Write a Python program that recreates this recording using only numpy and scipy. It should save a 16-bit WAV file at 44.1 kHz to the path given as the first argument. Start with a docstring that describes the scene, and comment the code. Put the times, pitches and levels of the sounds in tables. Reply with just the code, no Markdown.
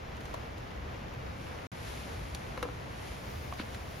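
"""A foil food pouch knocks against the table things as it is lifted, then pops and crinkles as its thin
walls flex in the hand. A nylon jacket sleeve swishes with the reach. Steady rain hisses around the
wet camp deck over a low rumble, and a few drips tick on the packets on the table.
The whole sound drops out for a moment before the lift."""
import sys
import numpy as np
from scipy import signal
from scipy.fft import rfft, irfft
from scipy.io import wavfile

SR = 44100
rng = np.random.default_rng(int(sys.argv[2]) if len(sys.argv) > 2 else 0)


def inscribe(sig):
    """Save sig as 16-bit PCM at rate SR to the path in sys.argv[1].

    A 1-D sig is mono; a 2-D sig holds one channel per row.
    Samples are clipped to [-1, 1] before scaling.
    """
    pcm = np.round(np.clip(np.atleast_2d(sig).T, -1, 1) * 32767)
    wavfile.write(sys.argv[1], SR, pcm.astype(np.int16))


N = 176400
TIME, FREQS = np.arange(N) / SR, np.maximum(np.arange(N // 2 + 1) * SR / N, 1)

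# stereo image, high values narrow and low ones wide: f/Hz, left-right likeness (clipped in use)
STEREO_LIKENESS = [(60, 1), (110, 1.1), (190, 0.74), (260, 0.66), (350, 0), (820, -0.27), (1470, -0.22),
                   (2000, 0.26), (2620, 0.49), (4700, 0.37), (6400, .5), (7400, -0.13), (7750, -1.98),
                   (8600, -1.41), (9200, 0), (10000, 0), (11200, 1), (13500, 1.8), (15500, -0.7)]
# lean of the image: f/Hz, left over right/dB
STEREO_BALANCE = [(100, 0), (400, 1.8), (1100, 0.1), (2200, 1.1), (5200, 3.5), (7800, 2), (15000, -1)]

# colour of the outdoor rumble: f/Hz, relative level/dB
RUMBLE_TONE = [(16, -40), (28, -44), (45, -7), (64, -0.5), (90, -4.5), (130, -7), (200, -15), (400, -32.5),
               (1000, -73)]
# its slow swell: t/s, level/dB
RUMBLE_SWELL = [(0, -45), (.6, -45), (1, -43.5), (1.7, -44.5), (2.1, -43.5), (2.55, -44), (2.9, -44),
                (3.2, -44.5), (4, -45)]
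# soft low bumps within it: t/s, level/dB, f/Hz
RUMBLE_BUMPS = [(2.123, -36.5, 82), (2.337, -31.5, 68), (3.377, -36.5, 84)]

# colour of the far wash of rain: f/Hz, relative level/dB
WASH_TONE = [(120, -3.5), (220, -1.5), (350, -1), (500, 0.5), (750, -1.54), (1200, -5), (2100, -10.5),
             (3000, -15.5), (4200, -21), (5600, -24), (7000, -29.5), (9500, -34), (10500, -36),
             (13500, -37), (15800, -41)]
# colour of the nearer drops: f/Hz, relative level/dB
PATTER_TONE = [(300, -13), (900, -8), (2200, 6), (4500, -8.5), (7000, -13), (15000, -46)]
WASH_DB, PATTER_DB, HOLLOW_DB = -44.5, -59, -66.5

# colour of rubbing nylon: f/Hz, relative level/dB
SLEEVE_TONE = [(600, -8), (2000, 8), (5000, 1.5), (6800, -1), (8200, -1), (10500, -2.5), (12500, -8),
               (15800, -39)]
# swishes of the moving arm: t/s, level/dB
SLEEVE_SWELL = [(0, -84), (.27, -59), (.5, -68), (.95, -79), (1.3, -67), (1.43, -56.5), (1.6, -62.5),
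                (1.74, -57.5), (1.88, -48.5), (2.15, -53.5), (2.45, -57), (2.85, -61), (3.08, -51),
                (3.22, -55.5), (3.38, -55), (3.66, -56.5), (3.74, -52.5), (3.83, -58), (4, -54.5)]

# drips and ticks on the packets: t/s, level/dB, tilt/(dB per octave), low edge/Hz
TICK_HITS = [(0.167, -51, -3, 3000), (.206, -48, -2.5, 2000), (.255, -42, -3, 1200), (0.34, -36.5, -1, 300),
             (0.345, -36, -3.5, 300), (0.58, -46.5, -2.5, 1400), (1.137, -59, 8, 3000),
             (2.3481, -37.5, -1.5, 2400), (3.537, -44, -5, 3000), (3.745, -43, -1.5, 1400)]
# colour of a tick before its tilt and low cut: f/Hz, relative level/dB
TICK_TONE = [(300, 6), (900, 15.5), (1600, 5.5), (2400, -4), (3200, 1.5), (4300, 0), (5200, -7),
             (7000, -2.5), (9000, -4.5), (11000, -10.5), (15500, -16)]

# the pouch hits the table things: t/s, strike level/dB, contact cut-off/Hz, pitch ratio
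KNOCK_HITS = [(2.5755, -32.5, 2900, 1.03), (2.627, -27, 3900, 1), (2.6306, -30, 2000, .99),
              (2.6514, -30, 1050, 1.01), (2.6581, -26.5, 480, .99), (2.6867, -35, 1700, 1.04),
              (2.6968, -30, 450, 1)]
# modes that a knock sets ringing: f/Hz, relative level/dB, t60/s
KNOCK_MODES = [(280, -17.5, 0.13), (497, -6, 0.099), (770, -7.5, 0.022), (998, -5, 0.035),
               (1157, -5.5, 0.028), (1310, -3, 0.03), (1650, -5.5, 0.012), (2130, -6, 0.016),
               (2735, -12, 0.032), (3760, -11, .022), (4070, -14, 0.026)]
# colour of the crack of a hard contact: f/Hz, relative level/dB
CRACK_TONE = [(500, -1), (1400, 5.5), (4500, -0.5), (7000, -5), (10500, -4.5), (15000, -22)]
CRACK_RELATIVE_DB, CRACK_T60_S = -8.5, 0.036

# a packet wall rings as a drip taps it or as it buckles, one row a partial: t/s, level/dB, f/Hz, t60/s
WALL_PARTIALS = [(.3412, -37, 623, .028), (.343, -34, 1080, 0.016), (2.3486, -43, 2360, .02),
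                 (2.3481, -37, 4610, 0.015), (2.3486, -45, 5710, .013), (2.3484, -51, 7240, .013),
                 (2.3484, -42, 10600, 0.013), (3.525, -30, 1110, 0.029), (3.526, -30, 2420, 0.0027),
                 (3.526, -34.5, 650, 0.02), (3.597, -30.5, 2260, 0.0082), (3.598, -32, 1430, .013),
                 (3.5985, -34, 960, 0.025), (3.6007, -22.5, 266, 0.018), (3.748, -29, 1830, 0.0053)]
# colour of foil crumpling under the fingers: f/Hz, relative level/dB
CRUMPLE_TONE = [(500, -26), (1500, 4.5), (2300, -1), (4200, -0.5), (5500, -11), (15000, -27)]
CRUMPLE_S, CRUMPLE_WIDTH_S, CRUMPLE_DB = 3.603, 0.015, -43.5
# faint rustle of the carried pouch: t/s, level/dB
CRINKLE_SWELL = [(3, -90), (3.3, -57), (3.6, -64), (3.75, -67), (3.86, -64), (4, -61)]
# its airy colour: f/Hz, relative level/dB
CRINKLE_TONE = [(2000, -15), (5000, 3), (10000, -13), (13000, -3), (15800, -1)]

DROPOUT_S, CUTOFF_HZ = (1.669, 1.717), 15950


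def from_db(db):
    """Decibels to gain."""
    return 10 ** (np.asarray(db) / 20)


def rms_one(x):
    """Scale to rms 1."""
    return x / np.sqrt(np.mean(x ** 2) + 1e-20)


def fader(rows):
    """Gain over time from rows of t/s, level/dB."""
    return from_db(np.interp(TIME, *np.transpose(rows)))


def at_hz(points):
    """A curve over all frequencies from rows of f/Hz, value."""
    hz, value = np.transpose(points)
    return np.interp(np.log(FREQS), np.log(hz), value)


def drift(rate_hz):
    """A slow random waver, rms 1."""
    return rms_one(irfft(rfft(rng.standard_normal(N)) / (1 + (FREQS / rate_hz) ** 2), N))


def panned(db):
    """Stereo gains: left up by db, right down by as much."""
    return from_db([[db], [-db]])


def diffuse(tone, pair):
    """Colour two unrelated signals and blend them into a stereo sound from all around, rms 1."""
    mid, side = rfft(pair) * from_db(at_hz(tone))
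    alike = np.clip(at_hz(STEREO_LIKENESS), -.99, .95)
    sides = np.array([[1], [-1]])
    stereo = np.sqrt(1 + alike) * mid + np.sqrt(1 - alike) * side * sides
    return rms_one(irfft(stereo * from_db(sides * at_hz(STEREO_BALANCE) / 2), N))


def noise(tone):
    """Smooth diffuse noise."""
    return diffuse(tone, rng.standard_normal((2, N)))


def grains(per_s, spread_db):
    """Two streams of random clicks, mostly small."""
    sizes = from_db(spread_db * np.minimum(rng.exponential(1, (2, N)), 5))
    signs = rng.choice([-1, 1], (2, N))
    return sizes * signs * (rng.random((2, N)) < per_s / SR)


def decay(s, t60):
    """An envelope that jumps to 1 at time s and dies away."""
    return (TIME >= s) * from_db(-60 * np.clip((TIME - s) / t60, 0, 4))


def bell(s, width_s):
    """A bell-shaped envelope that peaks at time s."""
    return np.exp(-.5 * ((TIME - s) / width_s) ** 2)


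def click(s):
    """A unit click at time s."""
    return 1. * (np.arange(N) == int(s * SR))


def ring(drive, hz, t60):
    """A resonator: a unit click sets a sine of height 1 ringing."""
    radius, angle = from_db(-60 / (t60 * SR)), 2 * np.pi * hz / SR
    return signal.lfilter([0, np.sin(angle)], [1, -2 * radius * np.cos(angle), radius ** 2], drive + 1e-18)


def scattered(x, wet):
    """Add a short spray of reflections off the table and deck, different in each ear."""
    tail = (rng.standard_normal((2, N)) * decay(0.0044, t60=0.077))[:, :SR // 4]
    tail /= np.sqrt(np.sum(tail ** 2, axis=1, keepdims=True))
    return x + wet * signal.fftconvolve(x[None], tail, axes=1)[:, :N]


def rumble():
    """A lumpy low bed, nearly the same in both ears, with a few soft bumps."""
    bumps = sum(from_db(db) * bell(s, width_s=0.013) * np.sin(2 * np.pi * hz * (TIME - s))
                for s, db, hz in RUMBLE_BUMPS)
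    waver = from_db(0.62 * drift(rate_hz=7.5))
    return fader(RUMBLE_SWELL) * waver * noise(RUMBLE_TONE) + bumps


def rain():
    """Countless far drops merge into a wash with a faint hollow note; nearer ones patter through it."""
    wash = from_db(WASH_DB + 0.64 * drift(rate_hz=4.4)) * noise(WASH_TONE)
    patter = from_db(PATTER_DB) * diffuse(PATTER_TONE, grains(per_s=700, spread_db=3.5))
    hollow = from_db(HOLLOW_DB) * rms_one(ring(rng.standard_normal((2, N)), hz=487, t60=0.16))
    return wash + patter + hollow


def sleeve():
    """Nylon rubs: fine bright friction noise that swells with each move of the arm."""
    return fader(SLEEVE_SWELL) * diffuse(SLEEVE_TONE, grains(per_s=12000, spread_db=2.3))


def packet_ticks():
    """Drips and ticks on foil, each a sharp, short splash of noise; the small ones lack the lows."""
    ticks = 0
    for s, db, tilt_db, edge_hz in TICK_HITS:
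        tone = [(hz, band_db + tilt_db * np.log2(hz) - 20 * np.log10(1 + (edge_hz / hz) ** 2))
                for hz, band_db in TICK_TONE]
        ticks = ticks + from_db(db) * decay(s, t60=0.04) * noise(tone)
    return ticks * panned(db=-0.5)


def pouch_knocks():
    """Each knock rings the same modes, slightly retuned; soft contacts thud, hard ones crack."""
    body = 0
    for k, (hz, mode_db, t60) in enumerate(KNOCK_MODES):
        for s, db, cut_hz, pitch in KNOCK_HITS:
            strength = from_db(db + mode_db + rng.normal(0, 1)) / np.hypot(1, (hz / cut_hz) ** 2)
            body = body + (-1) ** k * strength * ring(click(s), hz * pitch, t60)
    hardest_hz = max(cut_hz for _, _, cut_hz, _ in KNOCK_HITS)
    attacks = sum(from_db(db + CRACK_RELATIVE_DB) * (cut_hz / hardest_hz) ** 2 * decay(s, CRACK_T60_S)
                  for s, db, cut_hz, _ in KNOCK_HITS)
    return (scattered(body, wet=0.52) + attacks * noise(CRACK_TONE)) * panned(db=0.5)


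def foil_walls():
    """Walls ring briefly as a drip taps them or they buckle; the carried pouch crinkles and crumples."""
    rings = sum(from_db(db) * ring(click(s), hz, t60) for s, db, hz, t60 in WALL_PARTIALS)
    crinkle = fader(CRINKLE_SWELL) * diffuse(CRINKLE_TONE, grains(per_s=16000, spread_db=4))
    squeeze = from_db(CRUMPLE_DB) * bell(CRUMPLE_S, CRUMPLE_WIDTH_S)
    crumple = squeeze * diffuse(CRUMPLE_TONE, grains(per_s=4000, spread_db=2.7))
    return scattered(rings, wet=.28) + crumple + crinkle


def scene():
    """A bed of rumble and rain all around, with the drips and the handling close by."""
    return rumble() + rain() + sleeve() + packet_ticks() + pouch_knocks() + foil_walls()


def record(dry):
    """The sound drops out briefly, and a steep low-pass takes off the very top."""
    gate = (TIME < DROPOUT_S[0]) | (TIME > DROPOUT_S[1])
    low_pass = signal.ellip(12, .1, 80, CUTOFF_HZ, fs=SR, output="sos")
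    return signal.sosfilt(low_pass, dry * gate)


dry = scene()
out = record(dry)
inscribe(out)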